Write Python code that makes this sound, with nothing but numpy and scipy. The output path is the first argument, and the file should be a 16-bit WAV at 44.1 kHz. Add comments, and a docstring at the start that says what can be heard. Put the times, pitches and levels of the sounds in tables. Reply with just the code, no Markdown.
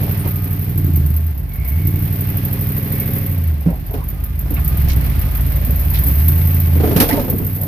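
"""Inside the cab of an old V8 truck crawling through woods, heard close up through two microphone ports.
From the start the throttle opens and eases: speed and load drive the exhaust's boom and burble and the
cab's drone, a leak on one cylinder bank hisses at its firings, something small rattles brightly,
branches scrape and squeal and a panel buzzes. Before halfway a bump thuds through the floor pan; later
twigs and leaves brush the side, and near the end a jolt sets the cab clattering as the exhaust drops."""
import sys
import numpy as np
from scipy import signal
from scipy.fft import irfft, next_fast_len
from scipy.io import wavfile
from scipy.ndimage import uniform_filter1d

SR = 44100
rng = np.random.default_rng(int(sys.argv[2]) if len(sys.argv) > 2 else 0)


def wrap_up_sound(samples):
    """Save the sound to the file named by the first command line argument, as 16-bit audio."""
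    columns = np.atleast_2d(samples).T
    # keep every value between -1 and 1, then stretch to whole-number steps
    tamed = np.clip(columns, -1, 1)
    steps = np.round(tamed * 32767).astype(np.int16)
    wavfile.write(sys.argv[1], SR, steps)


N = 338247
TIME = np.arange(N) / SR  # [s]


def amp(db):
    """Decibels to gain."""
    return np.exp(np.asarray(db) * (np.log(10) / 20))


def evened(x):
    """Scales to rms 1."""
    return x / np.sqrt(np.mean(x ** 2) + 1e-20)


def read(points, hz):
    """Reads a table of (frequency [Hz], value) on a logarithmic frequency axis."""
    f, value = np.transpose(points)
    return np.interp(np.log(hz + 1), np.log(f + 1), value)


def curves(rows):
    """The columns of a table of (time [s], ..) at every sample."""
    s, *columns = np.transpose(rows)
    return [np.interp(TIME, s, column) for column in columns]


def add(mix, s, sound):
    """Mixes a sound in from time s, cut off at the end of the mix."""
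    part = mix[..., max(round(s * SR), 0):][..., :sound.shape[-1]]
    part += sound[..., :part.shape[-1]]


def arch(s, length):
    """Swells from zero to one and back over the given time."""
    return np.sin(np.pi * np.clip((TIME - s) / length, 0, 1))


def wander(rate_hz):
    """Smooth chance of rms 1 that changes at about the given rate."""
    points = rng.standard_normal(size=16384)
    return evened(np.interp(TIME * rate_hz, np.arange(len(points)), points))


def colour(x, spectrum, size=16384):
    """Minimum-phase filter with the given spectrum: it rings after each pulse, never before."""
    hz = abs(np.fft.fftfreq(size, 1 / SR))
    log_gain = np.log(amp(read(spectrum, hz)))
    response = np.exp(np.conj(signal.hilbert(log_gain)))
    ring = np.fft.ifft(response).real[:size // 2]
    return signal.oaconvolve(x, ring)[:N]


# likeness of the two microphone ports: (frequency [Hz], likeness [0-1])
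PORT_LIKENESS = [(60, 1), (120, 0.75), (240, 0.37), (480, 1), (950, 0.77), (1900, 0.079), (3800, 0),
                 (15000, 0.38)]
# level of the left port over the right: (frequency [Hz], level [dB])
PORT_LEAN = [(60, 4.5), (140, -5), (500, -1.5), (1170, -3.5), (1790, -5.5), (2740, -4), (4190, -4),
             (6400, -9.5), (9800, 9), (12000, 1.5), (15000, -4)]
# phase by which the left port leads: (frequency [Hz], phase [rad])
PORT_LEAD = [(100, 0.03), (400, 0.52), (700, 0.98), (1100, 1.42), (2000, 4.75)]


def noise(spectrum, size=N, ripple_db=1.8, ripple_hz=28):
    """Coloured noise at the two ports, as alike as the table says, rippled by the cab's standing waves."""
    n = next_fast_len(size, True)
    hz = np.fft.rfftfreq(n, 1 / SR)
    a, b, c, d = rng.standard_normal((4, len(hz)))
    ripple = np.interp(hz / ripple_hz, np.arange(2000), rng.uniform(-1.7, 1.7, size=2000))
    ripple *= np.interp(hz, [100, 500, 2500, 9000], [0, 1, 1, .3])
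    same = np.clip(read(PORT_LIKENESS, hz), 0, 1)
    lean = amp(read(PORT_LEAN, hz) / 2)
    left = a + 1j * b
    right = same * left + np.sqrt(1 - same ** 2) * (c + 1j * d)
    right = right * np.exp(-1j * read(PORT_LEAD, hz))
    gain = amp(read(spectrum, hz) + ripple_db * ripple)
    ports = np.array([left * lean, right / lean]) * gain
    return evened(irfft(ports, n)[:, :size])


# heaves of the body: (time [s], length [s], level [dB], frequency [Hz])
SWAYS = [(4.792, 0.2, -16, 30.6), (6.817, 0.53, -24, 37.8)]


def sway():
    """The body heaves on its springs: a very deep tone of pressure swells and fades."""
    out = np.zeros(N)
    for s, length, db, hz in SWAYS:
        out += amp(db) * arch(s, length) * np.sin(2 * np.pi * hz * (TIME - s))
    return out


# thin tones: wood squealing on glass and paint, and a cab panel buzzing near 536 Hz:
# (time [s], length [s], level [dB], start [Hz], end [Hz], flutter [0-1])
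THIN_TONES = [(0.197, 0.38, -45.5, 1245, 1230, 0.3), (1.471, 0.6, -44, 2245, 2180, 0.86),
              (1.49, 0.78, -52, 2014, 2060, 0.9), (2.43, 0.19, -42, 537, 537, .3),
              (2.634, 0.85, -40.5, 535, 536, 0.4), (2.944, 0.12, -41, 2270, 2190, .6),
              (4.087, 0.27, -49.5, 1233, 1215, 0.4), (4.58, 0.27, -45, 1220, 1223, 0.1),
              (5.13, 0.3, -45.5, 1226, 1223, .3), (7.095, 0.026, -23, 880, 877, .4),
              (7.15, 0.077, -21, 610, 541, 0.4), (7.156, 0.058, -29, 967, 839, 0.16)]


def squeals_and_buzz():
    """Thin tones of wood and panel that swell and glide; the more flutter, the more they waver and spread."""
    out = np.zeros(N)
    drift = np.cumsum(9 * wander(60)) / SR  # 9 Hz rms, counted in turns
    unsteady = (wander(110) + 1j * wander(110)) / np.sqrt(2)
    for s, length, db, start_hz, end_hz, flutter in THIN_TONES:
        glide_hz = np.interp(TIME, [s, s + length], [start_hz, end_hz])
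        turns = np.cumsum(glide_hz) / SR + drift
        sway_of_tone = np.sqrt(max(1 - flutter ** 2, 0)) + flutter * unsteady
        tone = (sway_of_tone * np.exp(2j * np.pi * turns)).imag
        out += amp(db) * np.sqrt(abs(arch(s, length))) * tone
    return out


# branches dragging on glass and paint:
# (time [s], length [s], level before the stroke and slips [dB], centre [Hz], width [octaves])
SCRAPES = [(0, 0.14, -32, 476, 0.74), (0.188, 0.044, -35, 9400, 0.058), (0.236, 0.055, -33.5, 955, 0.29),
           (1.472, 0.45, -47, 2180, 0.12), (2.853, 0.59, -42.5, 2100, 0.25), (3.679, 0.12, -36, 540, 0.67),
           (3.881, 0.16, -36.5, 527, 0.82), (3.998, 0.052, -35.5, 1050, 0.22),
           (4.56, 0.037, -33.5, 2380, 0.34), (4.57, 0.036, -31, 930, 1), (4.869, 0.045, -35.5, 680, 0.071),
           (4.881, 0.068, -32, 3500, 0.9), (5.935, 0.071, -31.5, 2660, 0.86), (5.401, 0.88, -41, 577, .15),
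           (7.1, 0.045, -24.5, 1990, 0.16), (7.147, 0.09, -28, 585, 0.27), (7.562, 0.18, -36, 570, 0.51)]


def scrapes():
    """A branch catches, slips in small jerks and slides off: a band of noise under a jerky stroke."""
    out = np.zeros((2, N))
    slips = evened(amp(6 * np.tanh(wander(700))))
    hz = np.geomspace(50, 16000, 400)
    for s, length, db, centre_hz, octaves in SCRAPES:
        band_db = -20 * np.log10(1 + (np.log2(hz / centre_hz) / octaves) ** 4)
        window = SR if length > .2 else SR // 5
        progress = np.minimum(TIME[:window] / length, 1)
        stroke = np.sin(np.pi * progress ** .7)
        add(out, s, amp(db) * noise(np.c_[hz, band_db], size=window) * stroke)
    return out * slips


# bumps heavy enough to shake the floor pan: (time [s], relative level [dB])
BUMPS = [(3.662, -1.5), (6.955, -5)]
# the cab's hollow boom: (frequency [Hz], relative level [dB], t60 [s])
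PANEL = [(129, -42, 0.38), (170, 3.5, 0.14), (238, -22, 0.3), (283, -23, 0.031)]


def bumps(rise_s=0.0087):
    """The floor pan swells into a short hollow boom of a few decaying modes."""
    out, t = np.zeros(N), TIME[:SR // 2]
    ring = np.zeros(len(t))
    for hz, db, t60 in PANEL:
        ring += amp(db) * np.exp(-np.log(1000) * t / t60) * np.sin(2 * np.pi * hz * t)
    for s, db in BUMPS:
        add(out, s, amp(db) * ring * (1 - np.exp(-t / rise_s)))
    return out * amp([[-1.1], [1.1]])


CLATTER_DB, CLATTER_PER_HARDNESS = -4, 0.44  # harder blows shake more loose trim


def shares(thud_db, hard_db):
    """Relative thud, clatter and crack of a blow in dB, from its strength and hardness."""
    clatter_db = thud_db + CLATTER_DB + CLATTER_PER_HARDNESS * hard_db
    return thud_db, clatter_db, thud_db + hard_db


# blows on the body: (time [s], relative thud level [dB], hardness: relative crack above thud [dB],
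# pitch of the struck part [Hz])
BLOWS = [(0.252, -24.5, -13, 329), (3.661, -20, -22, 302), (3.687, -25.5, -19, 560), (3.939, -25, -9, 420),
         (4.459, -27.5, -14, 187), (4.508, -24, -24, 295), (5.674, -25, -25, 245), (6.757, -17, -40, 210),
         (6.801, -16.5, -13.5, 291), (6.836, -10.5, -18.5, 430), (6.873, -16.5, -11, 344),
         (6.91, -14, -14, 400), (6.962, -13.5, -2.5, 248), (7.001, -12, 3.5, 247), (7.027, -20, -14, 476),
         (7.088, -18, 0, 328), (7.128, -12.5, -11.5, 283), (7.166, -21, -7, 404), (7.195, -17.5, -10, 255),
         (7.24, -23, -12, 344), (7.281, -21.5, -14, 513), (7.3, -19, -42, 132), (7.328, -15, -44, 224),
         (7.402, -18, -40, 150), (7.425, -20, -30, 135)]
# modes of doors and dashboard: (frequency [Hz], relative level [dB], t60 [s])
TRIM = [(237, -21, 0.18), (302, 4, 0.42), (385, 19, 0.034), (468, -5, 0.59), (545, 3, 0.23),
        (692, -9, 0.55), (870, -4, 0.23), (1000, -43, 0.11)]


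def trim(ring_db=-9, rise_s=0.015, unlike=0.74):
    """Every blow rings the doors and dashboard, each port hearing its own mix of their modes."""
    out, t = np.zeros((2, N)), TIME[:SR // 3]
    rings = np.array([amp(db) * np.sin(2 * np.pi * hz * t) * np.exp(-np.log(1000) * t / t60)
                      for hz, db, t60 in TRIM])
    rings *= 1 - np.exp(-t / rise_s)
    for s, thud_db, hard_db, _ in BLOWS:
        _, clatter_db, _ = shares(thud_db, hard_db)
        signs = rng.choice([-1, 1], size=len(TRIM))
        weights = signs + unlike * rng.standard_normal((2, len(TRIM)))
        add(out, s, amp(clatter_db + ring_db) * weights @ rings)
    return out


# partials of a struck part: (ratio to its pitch, relative level [dB])
KNOCK_PARTIALS = [(1, -4.5), (1.68, -13), (2.37, -23), (3.6, -21)]


def knock(hz, t60, rise_s):
    """A struck part rings at its own pitch; the overtones die sooner, and the left port leads."""
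    t, lead = TIME[:SR // 4], np.array([[.5], [-.5]])
    ring = np.zeros((2, len(t)))
    for ratio, db in KNOCK_PARTIALS:
        phase = 2 * np.pi * hz * ratio * t + lead * read(PORT_LEAD, hz * ratio)
        ring += amp(db - 60 * t * ratio / t60) * np.sin(phase)
    return ring * (1 - np.exp(-t / rise_s)) * amp([[-1], [1]])


# twigs tapping the glass: (time [s], relative level [dB], pitch [Hz])
TWIGS = [(4.566, -25, 2230), (4.581, -40, 1060), (4.898, -23, 2210), (5.915, -29, 934), (5.943, -31, 934),
         (6.029, -30, 1030), (6.415, -27, 2210)]


def knocks(part_db=4, part_t60=0.17, shove_db=9, shove_s=0.00099, twig_t60=0.081):
    """Each blow shoves the air once and rings a part with a pitch of its own; twigs tap the glass."""
    out, u = np.zeros((2, N)), TIME[:SR // 20] / shove_s
    shove = u * (2 - u) * np.exp(-u)
    for s, thud_db, _, hz in BLOWS:
        add(out, s, amp(thud_db + part_db) * knock(hz, part_t60, 0.0017))
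        add(out, s, amp(thud_db + shove_db) * shove)
    for s, db, hz in TWIGS:
        add(out, s, amp(db) * knock(hz, twig_t60, 0.00033))
    return out


# what a blow sets ringing, low, middle and top: (frequency [Hz], relative level [dB per Hz])
THUD = [(30, 2), (90, 12.5), (165, 3.5), (250, 11.5), (330, 2), (450, 1), (900, -29), (2500, -81)]
CLATTER = [(150, -10), (300, -10), (480, -8.5), (720, -12), (1000, -16.5), (1500, -22.5), (2500, -28),
           (7000, -54)]
CRACK = [(500, -30), (1200, 15.5), (2100, 11.5), (4000, 9.5), (5500, 6.5), (7300, -2), (9500, 6),
         (12500, 20.5), (15000, 17)]
BLOW_T60_S = 0.22  # scaled a little for each of the three bands
# loose things go on rattling through the jolt; levels relative, as in BLOWS
JOLT_S, JOLT_LENGTH_S, JOLT_DB, JOLT_HARD_DB = 6.76, 0.62, -32, -10


def blows(loose_db=3):
    """Blows ring the cab low, the loose trim in the middle, and crack on top; the jolt adds rattling."""
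    out, t = np.zeros((2, N)), TIME[:SR // 2]
    loose = arch(JOLT_S, JOLT_LENGTH_S) * evened(amp(loose_db * wander(68)))
    # spectrum, rise [s], share of the t60, gain [dB]
    bands = [(THUD, .003, 1.0, 1), (CLATTER, .002, 1.05, 3), (CRACK, .0008, .9, 5)]
    for k, (spectrum, rise_s, ring, db) in enumerate(bands):
        power = (amp(shares(JOLT_DB, JOLT_HARD_DB)[k]) * loose) ** 2
        fall = (1 - np.exp(-t / rise_s)) * np.exp(-np.log(1000) * t / (BLOW_T60_S * ring))
        for s, thud_db, hard_db, _ in BLOWS:
            add(power, s, (amp(shares(thud_db, hard_db)[k]) * fall) ** 2)
        out += noise(spectrum) * np.sqrt(power) * amp(db)
    return out


# high hiss, shared by the small rattle and the exhaust leak: (frequency [Hz], relative level [dB per Hz])
HISS = [(1500, -29), (4500, -17), (6800, -25), (8200, -15), (9600, -15), (10800, -1.5), (11800, 7),
        (13200, 13), (14600, 9.5), (16000, -16)]
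# bright ticks of something small rattling, such as keys: (time [s], relative level [dB])
RATTLES = [(0.443, -19), (0.844, -18), (1.063, -17), (1.686, -19), (1.957, -23), (2.124, -21), (2.207, -18),
           (2.37, -21), (2.528, -12), (2.902, -21), (2.922, -21), (4.087, -15.5), (4.242, -20),
           (4.392, -16), (4.541, -13), (5.938, -14), (6.071, -16), (7.383, -17), (7.447, -23),
           (7.465, -12.5), (7.55, -20), (7.633, -14)]


def small_rattle(fade_s=0.0059, tick_db=-2):
    """Something small, such as keys, rattles in bright ticks: short bursts of high hiss."""
    level, t = np.zeros(N), TIME[:SR // 8]
    burst = np.exp(-t / fade_s) - np.exp(-t / 0.00048)
    for s, db in RATTLES:
        add(level, s, amp(db + tick_db) * burst)
    return noise(HISS) * level


# push of each cylinder in firing order, the second weak when pulling: (pulling, near idle), relative
CYLINDERS = [(0.93, 0.59), (0.52, 1.09), (1.09, 0.2), (0.82, 0.58), (1.53, 1), (1.43, 0.075), (0.79, 0.11),
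             (1.125, 1.44)]


def pulses(firings, place):
    """Samples at which the engine passes the given place in its cycle."""
    return np.flatnonzero(np.diff(np.floor((firings - place) / len(CYLINDERS))) > 0)


# spectra of running gear, cab panels and bulkhead: (frequency [Hz], relative level [dB per Hz])
RUMBLE = [(12, -33), (27, -15), (45, 7), (70, 6.5), (140, 1.5), (200, -2.5), (280, -14.5), (400, -29),
          (800, -29.5), (2000, -75)]
DRONE = [(100, -41), (270, 11), (420, -4), (480, -2), (570, -1), (680, -2.5), (860, -4), (1100, -8.5),
         (1400, -11), (2500, -14), (6000, -66)]
ROAR = [(500, -7.5), (1200, 2), (1600, 2.5), (2150, 3.5), (2700, 0), (3800, -4.5), (5000, -7),
        (6200, -14.5), (7200, -19), (10000, -5)]


def machinery(firings, jets, idle, burble_db, drone_db, roar_db, throb=0.1, jet_share=0.078, grit_db=1.37):
    """Running gear rumbles, panels drone with the firings, the engine roars through the bulkhead."""
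    rumble = noise(RUMBLE) * amp(burble_db - 13 - 10 * (1 - idle))
    beat = 1 + throb * np.cos(2 * np.pi * firings)
    drone = noise(DRONE) * evened(beat * amp(1.4 * wander(45))) * amp(drone_db - 3 + 8 * idle)
    pulsing = 1 - jet_share + jet_share * jets
    roar = noise(ROAR) * evened(pulsing * amp(grit_db * wander(300))) * amp(roar_db)
    return rumble + drone + roar


# the panels' growl, and panels shaken only while lugging: (frequency [Hz], relative level [dB per Hz])
GROWL = [(120, -40.5), (220, -3.5), (280, 6), (345, -7.5), (405, -1.5), (450, -8.5), (480, -23.5),
         (530, -11), (575, -37.5), (650, -25.5), (1500, -49)]
LUGGING = [(110, -26), (160, 4.5), (215, -7), (262, 5.5), (310, 0), (360, -6.5), (450, -27), (900, -59)]


def growl(firings, growl_db, lug_db, place=0.485, lugging_db=-1):
    """Panels shake in step with the cylinders in close overtones; lower panels join when it lugs."""
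    shakes = np.zeros(N)
    for k, (pulling, _) in enumerate(CYLINDERS):
        at = pulses(firings, k + place)
        shakes[at] = pulling - .87 + .05 * rng.standard_normal(size=200)[:len(at)]
    shake = evened(colour(shakes, GROWL))
    shake += (amp(lug_db) - 1) * amp(lugging_db) * evened(colour(shakes, LUGGING))
    return shake * amp(growl_db) * amp([[-1], [1]])


# firings of the leaking bank: (place in the cycle [firings], relative level, evened out near idle [dB])
LEAKS = [(1.15, -5.5), (3.1, 0), (4.15, -8.5), (6.2, -6)]
LEAK_GAIN_DB = 5
# twigs and leaves brush the side; shares are of the hiss power, during the brushing and otherwise
BRUSH_START_S, BRUSH_END_S, BRUSH_FADE_S, BRUSH_SHARE, BRUSH_REST = 5.2, 7.7, 0.94, 0.26, 0.032


def leak(firings, idle, leak_db, fade_s=0.013, steady=0.2, scatter_db=3.56, grit_db=-0.5):
    """Each firing of the leaking bank spits a jet of hiss that dies away in the cab."""
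    kicks = np.zeros(N)
    for place, db in LEAKS:
        at = pulses(firings, place)
        contrast = 1 - 0.95 * idle[at]  # the worst cylinder stands out most when pulling
        scatter = scatter_db * rng.standard_normal(size=200)[:len(at)]
        kicks[at] = amp(db * contrast + scatter)
    t, rise_s = TIME[:SR // 8], .0008
    jet = np.exp(-t / fade_s) - np.exp(-t / rise_s)
    power = signal.oaconvolve(kicks ** 2, jet ** 2)[:N]
    power = power / (uniform_filter1d(power, size=11000) + 1e-9)  # level over a quarter second
    jets = np.sqrt(abs(power) + steady) / np.sqrt(1 + steady)
    # twigs and leaves brushing the side add a steadier hiss
    contact = np.clip(np.minimum(TIME - BRUSH_START_S, BRUSH_END_S - TIME) / BRUSH_FADE_S, 0, 1)
    share = BRUSH_REST + (BRUSH_SHARE - BRUSH_REST) * contact
    spit = evened(np.sqrt((1 - share) * jets ** 2 + share) * amp(grit_db * wander(430)))
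    return noise(HISS) * spit * amp(leak_db + LEAK_GAIN_DB), jets


# the exhaust pipe: (frequency [Hz], relative level [dB per Hz])
PIPE = [(15, -39.5), (27, 2), (55, 1.5), (88, 9.5), (118, 8.5), (145, 12.5), (170, 3.5), (205, -5),
        (240, -10), (283, -9), (345, -14.5), (410, -17), (520, -30), (1500, -59.5)]
# the air in the cab, rung by uneven firings at low speed: (frequency [Hz], relative level [dB per Hz])
CAB = [(25, -44.5), (58, -10.5), (76, 6.5), (94, -7), (130, -8.5), (300, -50.5), (900, -99)]


def exhaust(firings, idle, boom_db, burble_db, place=0.497, second_db=-11, third_db=-22,
            waver_db=-0.2, cab_db=-5.0):
    """An even boom at the firing rate, and the burble of cylinders that push unequally."""
    push = np.zeros(N)
    uneven = np.array(CYLINDERS) - np.mean(CYLINDERS, axis=0)
    for k, (pulling, idling) in enumerate(uneven):
        at = pulses(firings, k + place)
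        chance = rng.standard_normal(size=200)[:len(at)]
        scatter = .05 + .13 * idle[at]
        push[at] = pulling + (idling - pulling) * idle[at] + chance * scatter
    burble = colour(push, PIPE)
    burble /= np.sqrt(uniform_filter1d(burble ** 2, size=14000) + 1e-14)  # level over a third of a second
    turn = 2 * np.pi * firings
    overtones = amp(third_db) * np.sin(3 * turn) - amp(second_db) * np.sin(2 * turn)
    # the boom falls half a turn behind above the cab's resonance
    lag = np.pi * np.clip(1.53 * (1 - idle), 0, 1)
    boom = np.sqrt(2) * np.cos(turn - 4.2 - lag) * amp(boom_db + waver_db * wander(24))
    boom += evened(colour(push, CAB)) * idle ** 2 * amp(boom_db + cab_db)
    # pulling hard, the weak cylinder makes the exhaust lope once a cycle
    lope = 1 + .2 * (1 - idle) * np.cos(2 * np.pi * (firings - 2.7) / len(CYLINDERS))
    rough = (burble + np.sqrt(2) * overtones) * amp(burble_db - 10.5)
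    return lope * boom * amp([[-.5], [.5]]) + lope * rough * amp([[-1.1], [1.1]])


CRUISE_HZ, CRUISE_WORK_DB = 80, -45  # firings a second, and the work that counts as no extra load


def follow(law, firing_hz, load_db):
    """Level in dB of a layer that follows engine speed and load."""
    cruise_db, per_octave, per_load = law
    return cruise_db + per_octave * np.log2(firing_hz / CRUISE_HZ) + per_load * load_db


# engine speed, eight firings to a cycle: (time [s], firings a second [Hz])
SPEED = [(0.0, 100.36), (0.52, 93.71), (0.71, 98.66), (1.04, 75.84), (1.26, 80.67), (1.51, 41.43),
         (1.82, 90.78), (2.16, 97.47), (3.16, 105.46), (3.59, 71.18), (3.83, 43.1), (4.27, 52.96),
         (4.5, 52.69), (4.85, 71.47), (5.15, 50.36), (5.95, 57.15), (6.27, 81.63), (6.56, 87.77),
         (6.85, 78.22), (7.14, 95.37), (7.67, 95.97)]
# how hard the engine works: (time [s], work [dB], hiss of the exhaust leak before LEAK_GAIN_DB [dB])
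EFFORT = [(0.0, -40.5, -32), (0.45, -44, -35), (1.17, -46, -35), (1.42, -50, -45), (1.72, -45.5, -33.5),
          (2.3, -42.5, -33), (3.15, -42, -29.5), (3.65, -48, -45), (3.95, -47.5, -41.5), (4.38, -47.5, -41),
          (4.68, -42.5, -31), (5.0, -40.5, -35), (5.45, -41.5, -33), (5.85, -42, -30.5), (6.1, -40, -25.5),
          (6.45, -41, -27.5), (6.8, -41.5, -33), (7.1, -44, -30.5), (7.67, -46.5, -31.5)]
# the engine lugs and the panels growl harder: (time [s], length [s], strength [dB])
LUGS = [(0.643, 0.54, 15.5), (1.66, 0.48, 11), (4.444, 0.75, 7), (5.912, 1, 4)]
LUG_BOOM, LUG_BURBLE = 0.13, 0.46  # dB of boom and burble for each dB of that strength
# the load comes off at the jolt and the exhaust drops
LIFT_S, LIFT_LENGTH_S, LIFT_DB = 6.805, 0.6, -12
# the cab resonates with firings near 75 a second: (firing rate [Hz], boom level at cruising load [dB])
BOOM = [(44, -25.5), (53, -21), (68, -18), (79, -14), (90, -18.5), (104, -28.5)]
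BOOM_PER_LOAD = 0.68  # dB for each dB of load
# base level of each layer:
# (level at cruise [dB], slope with speed [dB per octave], slope with load [dB per dB])
BURBLE_LAW = (-13.5, 2.4, 0.79)
DRONE_LAW = (-39.5, 8.5, 1)
ROAR_LAW = (-39.5, 0.49, 1.285)
GROWL_LAW = (-43, 25.8, 0.51)


def scene():
    """The crankshaft times the engine layers, speed and load set their levels; the rest is mixed in."""
    firing_hz, = curves(SPEED)
    work_db, leak_db = curves(EFFORT)
    load_db = work_db - CRUISE_WORK_DB
    lug_db = sum(db * arch(s, length) for s, length, db in LUGS)
    lift_db = LIFT_DB * abs(arch(LIFT_S, LIFT_LENGTH_S)) ** 0.89
    boom_db = read(BOOM, firing_hz) + BOOM_PER_LOAD * load_db + LUG_BOOM * lug_db + lift_db
    burble_db = follow(BURBLE_LAW, firing_hz, load_db) + LUG_BURBLE * lug_db + lift_db / 2
    drone_db = follow(DRONE_LAW, firing_hz, load_db)
    roar_db = follow(ROAR_LAW, firing_hz, load_db)
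    growl_db = follow(GROWL_LAW, firing_hz, load_db)
    firings = np.cumsum(firing_hz) / SR
    idle = np.clip((92 - firing_hz) / 34, 0, 1)  # slow running is lumpier
    hiss, jets = leak(firings, idle, leak_db)
    background = sway() + squeals_and_buzz() + scrapes()
    body = bumps() + trim() + knocks() + blows() + small_rattle()
    engine = machinery(firings, jets, idle, burble_db, drone_db, roar_db)
    engine = engine + growl(firings, growl_db, lug_db) + hiss
    return background + body + engine + exhaust(firings, idle, boom_db, burble_db)


EDGE_HZ = 14700


def record(dry):
    """Full-scale clipping at the microphone ports, then a steep low-pass at the band limit."""
    edge = signal.firwin(601, EDGE_HZ, window=("kaiser", 7), fs=SR)
    return signal.oaconvolve(np.clip(dry, -1, 1), edge[None], "same")


dry = scene()
out = record(dry)
wrap_up_sound(out)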